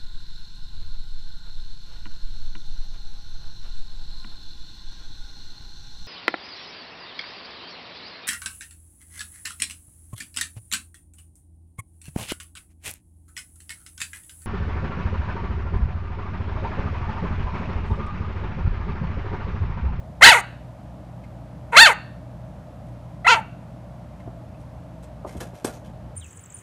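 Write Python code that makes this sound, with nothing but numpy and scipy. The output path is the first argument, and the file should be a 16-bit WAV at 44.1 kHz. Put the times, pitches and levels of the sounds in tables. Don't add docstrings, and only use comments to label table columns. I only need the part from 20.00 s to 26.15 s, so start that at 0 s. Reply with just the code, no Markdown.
import sys
import numpy as np
from scipy import signal
from scipy.fft import rfft, irfft
from scipy.io import wavfile
from scipy.ndimage import map_coordinates

SR = 44100
rng = np.random.default_rng(int(sys.argv[2]) if len(sys.argv) > 2 else 0)


def generate_wav(sig):
    pcm = np.round(np.clip(np.atleast_2d(sig).T, -1, 1) * 32767).astype(np.int16)
    wavfile.write(sys.argv[1], SR, pcm)


N = 271391
TIME = np.arange(N) / SR
TOP_HZ = 15000

# centre_hz, width_hz, level_db
JAW_NEARLY_SHUT = [(914, 240, 0.5), (1400, 220, -7), (2080, 150, 4.5), (2790, 180, -26), (3329, 250, -31.5),
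                   (3930, 400, -27), (7240, 1700, -42.5)]
JAW_HALF_OPEN = [(980, 320, 6), (1391, 150, -1.5), (2193, 160, -0.5), (2694, 150, -3), (3140, 220, -12.5),
                 (4775, 820, -20.5), (6700, 730, -29.5)]
JAW_WIDE_OPEN = [(878.6, 210, -7.5), (1564, 280, 7), (1880, 200, 1), (2876, 400, -8), (3500, 250, -15.5),
                 (4046, 290, -2), (6870, 390, -19.5)]
# start_s, length_s, added_roughness_0_to_1, undertones_0_to_1, level_change_db
VOICE_BREAKS = [(0.249, .05, .55, 0, -0.5), (.3, .02, .05, 0, -5.5), (1.833, 0.026, 0.01, 0, -6),
                (3.285, 0.087, 0.06, 1, -2)]
BREAK_EDGE_S = 0.006
SOFT_DB, SOFT_DULL_DB = -28, 8.5
START_S, STOP_S = 0.005, 0.0075
SLACK_ROUGH, SLACK_POWER, VOICED_EFFORT = 0.55, 1.6, 0.16
CATCH_EFFORT, CATCH_S = 0.55, 0.0055
JAW_OPEN_S, JAW_CLOSE_S, JAW_LINGER_S = 0.016, 0.055, 0.066
LEAK_DB = 11.5
BRIGHT_TOP_HZ = 4500


def yap(row, arch, jitter=0.077, shimmer=0.74, flutter_hz=750, wobble=0.06, wobble_hz=160,
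        rasp_db=-5, size=60):
    start, attack, hold, release, first_effort, peak_db, jaw, brightness, roughness, hiss_db = row
    length = attack + hold + release
    t = np.arange(start, start + length, 1 / SR)
    count = len(t)
    hz = np.interp(t, *np.transpose(arch))

    effort_times = [0, attack - CATCH_S, attack, attack + hold, length]
    effort = np.interp(t - start, effort_times, [first_effort, CATCH_EFFORT, 1, 1, 0]).clip(0, 1)
    slack = 1 - effort
    bright = brightness - SOFT_DULL_DB * slack
    broken, undertones, break_db = sum(
        np.outer(amounts, trapezoid(t, break_start, span, BREAK_EDGE_S, BREAK_EDGE_S))
        for break_start, span, *amounts in VOICE_BREAKS)
    air = trapezoid(t, start, length, START_S, STOP_S)
    gain = undb(peak_db + SOFT_DB * slack + break_db) * air
    rough = roughness + SLACK_ROUGH * slack ** SLACK_POWER + broken

    uneven = jitter * wander(flutter_hz, count) + wobble * wander(wobble_hz, count)
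    phase = 2 * np.pi * np.cumsum(hz * (1 + rough * uneven)) / SR

    opening = jaw * trapezoid(t, start + attack, hold + JAW_LINGER_S, JAW_OPEN_S, JAW_CLOSE_S)
    shapes = np.stack([JAW_NEARLY_SHUT, JAW_HALF_OPEN, JAW_WIDE_OPEN], axis=-1)
    mouth = [[np.interp(opening, [0, 0.5, 1], values) for values in mode] for mode in shapes]

    k = np.arange(1, size + 1)[:, None] / 3
    tilt = undb(bright * np.log2(np.minimum(k, BRIGHT_TOP_HZ / hz)))
    folds = np.where(k % 1 == 0, 1, undertones) * tilt
    weight = folds * throat(k * hz, mouth) * (k * hz < TOP_HZ)
    lag = sum(2 * np.arctan((k * hz - centre) / width) for centre, width, _ in mouth)
    harmonics = np.sum(weight * np.cos(k * phase - lag), axis=0)
    voice = harmonics / np.sqrt(np.sum(weight ** 2, axis=0) / 2)
    voice = voice * (1 + shimmer * rough * wander(flutter_hz, count))
    voice = voice * np.minimum(effort / VOICED_EFFORT, 1)

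    puffs = 1 + 0.5 * np.cos(phase)
    rasp = unit(sum(
        undb(db) * wander(2 * width.mean(), count) * np.cos(2 * np.pi * np.cumsum(centre) / SR)
        for centre, width, db in mouth))
    teeth = [(1000, -15.5), (3500, -2), (5200, -6.5), (6600, 0), (9000, 0.5), (11500, -7.5), (14000, -18)]
    hiss = noise(teeth, count)
    hiss_gain = undb(hiss_db + LEAK_DB * (t - start) / length)
    return gain * (voice + puffs * (rough * undb(rasp_db) * rasp + hiss_gain * hiss))


def throat(hz, modes):
    return sum(undb(db) / (1 + ((hz - centre) / width) ** 2) ** 1.1 for centre, width, db in modes)


# start_s, attack_s, hold_s, release_s, starting_effort_0_to_1, level_db,
# widest_jaw_0_to_1, brightness_db_per_octave, roughness_0_to_1, starting_hiss_db
YAP_EVENTS = [(0.208, .018, .057, 0.13, .08, 0.5, .88, 6, .08, -24),
              (1.718, .050, 0.076, 0.094, 0, -.5, 0.91, 5.5, 0.13, -28),
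              (3.245, 0.024, .060, 0.082, 0.58, -8.5, 0.59, 4, 0.08, -37.5)]
# time_s, pitch_hz
PITCH_ARCHES = [
    [(0.212, 464.2), (0.226, 653.6), (0.236, 748.3), (0.258, 926.3), (0.296, 959.7), (0.34, 573.6),
     (0.35, 503), (0.388, 380), (0.4, 372)],
    [(1.752, 464.7), (1.772, 612.6), (1.804, 870.7), (1.822, 927.4), (1.85, 869), (1.872, 648.5),
     (1.882, 588), (1.902, 446.4), (1.92, 410.5)],
    [(3.25, 655), (3.264, 741), (3.269, 998), (3.274, 1048), (3.277, 1310), (3.304, 1547), (3.32, 1359),
     (3.338, 1344), (3.348, 1028), (3.395, 844)],
]


def puppy():
    out = np.zeros(N)
    for row, arch in zip(YAP_EVENTS, PITCH_ARCHES):
        add(out, row[0], yap(row, arch))
    return cancel(out)


# centre_hz, width_hz, depth_db
PATH_NULLS = [(1057, 130, -6.5), (1690, 100, -10.5), (2380, 160, -7), (5087, 1000, -6.5)]


def cancel(x):
    for hz, width, db in PATH_NULLS:
        x = x + (undb(db) - 1) * resonate(x, [(hz, width, 0)])
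    return x


# start_s, level_db, contact_s, pitch_hz
PEN_BUMPS = [(4.272, -27, 0.0071, 250), (5.245, -21.5, 0.0084, 852.5), (5.263, -25, 0.0058, 278.6),
             (5.35, -26, 0.013, 70.5), (5.407, -26, 0.018, 326), (5.53, -31.5, 0.0069, 347),
             (5.645, -11.5, 0.0047, 632), (5.662, -27, 0.037, 383)]
# centre_hz, width_hz, level_db
PEN_MODES = [(85.6, 59, 4), (250, 160, 4), (410.5, 74, -1), (570.4, 157, 1), (640, 176, 5),
             (1176, 144, -7.5)]


def bumps():
    out, t = np.zeros(N), TIME[:SR // 4]
    for start, db, contact, hz in PEN_BUMPS:
        push = rng.standard_normal(len(t)) * t / contact * np.exp(-t / contact * 2)
        band = signal.butter(1, [hz / 2, hz * 2], "band", fs=SR, output="sos")
        ring = resonate(signal.sosfilt(band, push), PEN_MODES)
        add(out, start, undb(db) * ring / np.max(np.abs(ring)))
    return out


# start_s, level_db, rise_s, decay_s, strongest_pitch_hz
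CLOTH_BRUSHES = [(2.85, -65.5, 0.021, .05, 9030), (4.59, -62, 0.016, .03, 9000),
                 (5.025, -47.5, .01, 0.016, 8000), (5.26, -43.5, 0.029, 0.046, 2050),
                 (5.363, -48, 0.0057, 0.037, 8600), (5.403, -32, 0.003, 0.028, 1706),
                 (5.534, -49.5, 0.022, 0.057, 2420), (5.644, -26.5, 0.0037, 0.016, 8500),
                 (5.665, -35, .004, 0.038, 1400), (5.736, -45, 0.0038, 0.028, 6430),
                 (5.844, -49.5, .005, .025, 3270)]
# frequency_hz, level_db_per_hz
CLOTH_COLOUR = [(200, -0.5), (600, 11), (1100, 0.5), (1800, -4.5), (2600, -6.5), (3300, -6), (4700, -9.5),
                (6200, -7.5), (9000, -10.5), (12700, -12.5), (13500, -30)]


def brushes(grain_db=3, grain_hz=350, fold_db=5, fold_share=0.1):
    out, t = np.zeros(N), TIME[:SR // 3]
    for start, db, rise, decay, hz in CLOTH_BRUSHES:
        swell = np.minimum(t / rise, 1) * np.exp(-np.maximum(t - rise, 0) / decay)
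        fibres = noise(CLOTH_COLOUR, len(t)) * undb(grain_db * wander(grain_hz, len(t)))
        fold = resonate(fibres, [(hz, fold_share * hz, fold_db)])
        add(out, start, undb(db) * swell * unit(fibres + fold))
    return out


# start_s, level_db, pitch_hz
WIRE_TICKS = [(1.235, -46.5, 2110), (4.197, -47.5, 2080), (4.542, -55, 2530)]


def ticks(width_hz=160, contact_s=0.0062):
    out, t = np.zeros(N), TIME[:SR // 8]
    for start, db, hz in WIRE_TICKS:
        touch = rng.standard_normal(len(t)) * t * np.exp(-t / contact_s)
        ring = resonate(touch, [(hz, width_hz, 0)])
        add(out, start, undb(db) * ring / np.max(np.abs(ring)))
    return out


# delay_ms, level_db
PANEL_REFLECTIONS = [(1.21, -17), (1.97, -16), (2.3, -16), (4.27, -16)]
# frequency_hz, level_db
PEN_ECHO_COLOUR = [(150, -8.5), (900, 10.5), (2800, 3), (4500, -7.5), (5300, -7), (7500, -1),
                   (12000, -14.5), (15000, -25.5)]
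# frequency_hz, level_db
WALL_COLOUR = [(150, -12), (800, -4), (1350, 0), (1750, 3), (2100, -8), (2550, 2), (3250, -8), (3750, -4),
               (4150, -6), (4550, -3), (4850, -18), (6500, -12), (11000, -11), (14000, -26)]


def room(x, near_db=-21, near_t60_s=0.23, far_db=-32, far_t60_s=0.52):
    t = TIME[:SR]
    out = x.copy()
    for ms, db in PANEL_REFLECTIONS:
        add(out, ms / 1000, undb(db) * x)
    for colour, db, t60 in ((PEN_ECHO_COLOUR, near_db, near_t60_s), (WALL_COLOUR, far_db, far_t60_s)):
        echo = noise(colour, len(t)) * np.exp(-np.log(1000) * t / t60) * (t > 0.004)
        echo = echo / np.sqrt(np.sum(echo ** 2))
        out = out + undb(db) * signal.fftconvolve(x, echo)[:N]
    return out


# pitch_hz, level_db_rms
MOTOR_HUM = [(60, -46.5), (86, -52), (120, -44)]
# frequency_hz, level_db_per_hz
AIR_COLOUR = [(20, -32), (33, -22.5), (50, -8), (75, -8.5), (130, -5.5), (175, -2), (245, -12.5),
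              (300, -11.5), (385, -25), (480, -21), (610, -10.5), (800, -18.5), (1200, -27), (1900, -35.5),
              (4500, -45.5), (5200, -47), (13000, -53.5), (13600, -69)]
# start_s, length_s, depth_db
DRONE_DIPS = [(5.557, 0.076, -19), (5.71, 0.033, -16)]
DIP_EDGE_S = 0.017


def background(air_db=-41.5, waver_db=2, drift_rad=0.4, swell_db=0.14, split_hz=380):
    hum = np.zeros(N)
    for hz, db in MOTOR_HUM:
        level = np.sqrt(2) * undb(db + waver_db * wander(17, N))
        hum += level * np.sin(2 * np.pi * hz * TIME + drift_rad * wander(5, N))
    drone = hum + undb(air_db) * noise(AIR_COLOUR, N)
    low = signal.sosfiltfilt(signal.butter(3, split_hz, fs=SR, output="sos"), drone)
    dip_db = sum(db * trapezoid(TIME, start, length, DIP_EDGE_S, DIP_EDGE_S)
                 for start, length, db in DRONE_DIPS)
    return drone + low * (undb(dip_db + swell_db * wander(11, N)) - 1)


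def undb(db):
    return 10 ** (np.asarray(db) / 20)


def unit(x):
    return x / np.sqrt(np.mean(x ** 2) + 1e-18)


def add(track, start, sound):
    i = int(start * SR)
    track[i:i + len(sound)] += sound[:N - i]


def noise(points, count):
    hz, db = np.transpose(points)
    f = np.fft.rfftfreq(count, 1 / SR)
    colour = undb(np.interp(np.log(f + 1), np.log(hz), db))
    return unit(irfft(rfft(rng.standard_normal(count)) * colour, count))


def wander(rate_hz, count):
    steps = np.arange(count) * rate_hz / SR
    return unit(map_coordinates(rng.standard_normal(count), [steps], order=2, mode="mirror"))


def resonate(x, modes):
    out = np.zeros(len(x))
    for k, (hz, width, db) in enumerate(modes):
        peak = signal.iirpeak(min(hz, SR * 0.45), hz / width, fs=SR)
        out += (-1) ** k * undb(db) * signal.lfilter(*peak, x)
    return out


def trapezoid(t, start, length, rise, fall):
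    return np.clip(np.minimum((t - start) / rise, (start + length - t) / fall), 0, 1)


def scene():
    pen = puppy() + bumps() + brushes() + ticks()
    return (room(pen) + background())[None]


def record(dry, knee=3.9, lopsided=0.014):
    bent = dry + lopsided * np.minimum(dry ** 2, 2)
    clipped = bent / (1 + np.abs(bent) ** knee) ** (1 / knee)
    clipped = signal.sosfilt(signal.butter(1, 35, "high", fs=SR, output="sos"), clipped)
    return signal.sosfilt(signal.ellip(8, 0.2, 70, TOP_HZ, fs=SR, output="sos"), clipped)


dry = scene()
out = record(dry)
generate_wav(out)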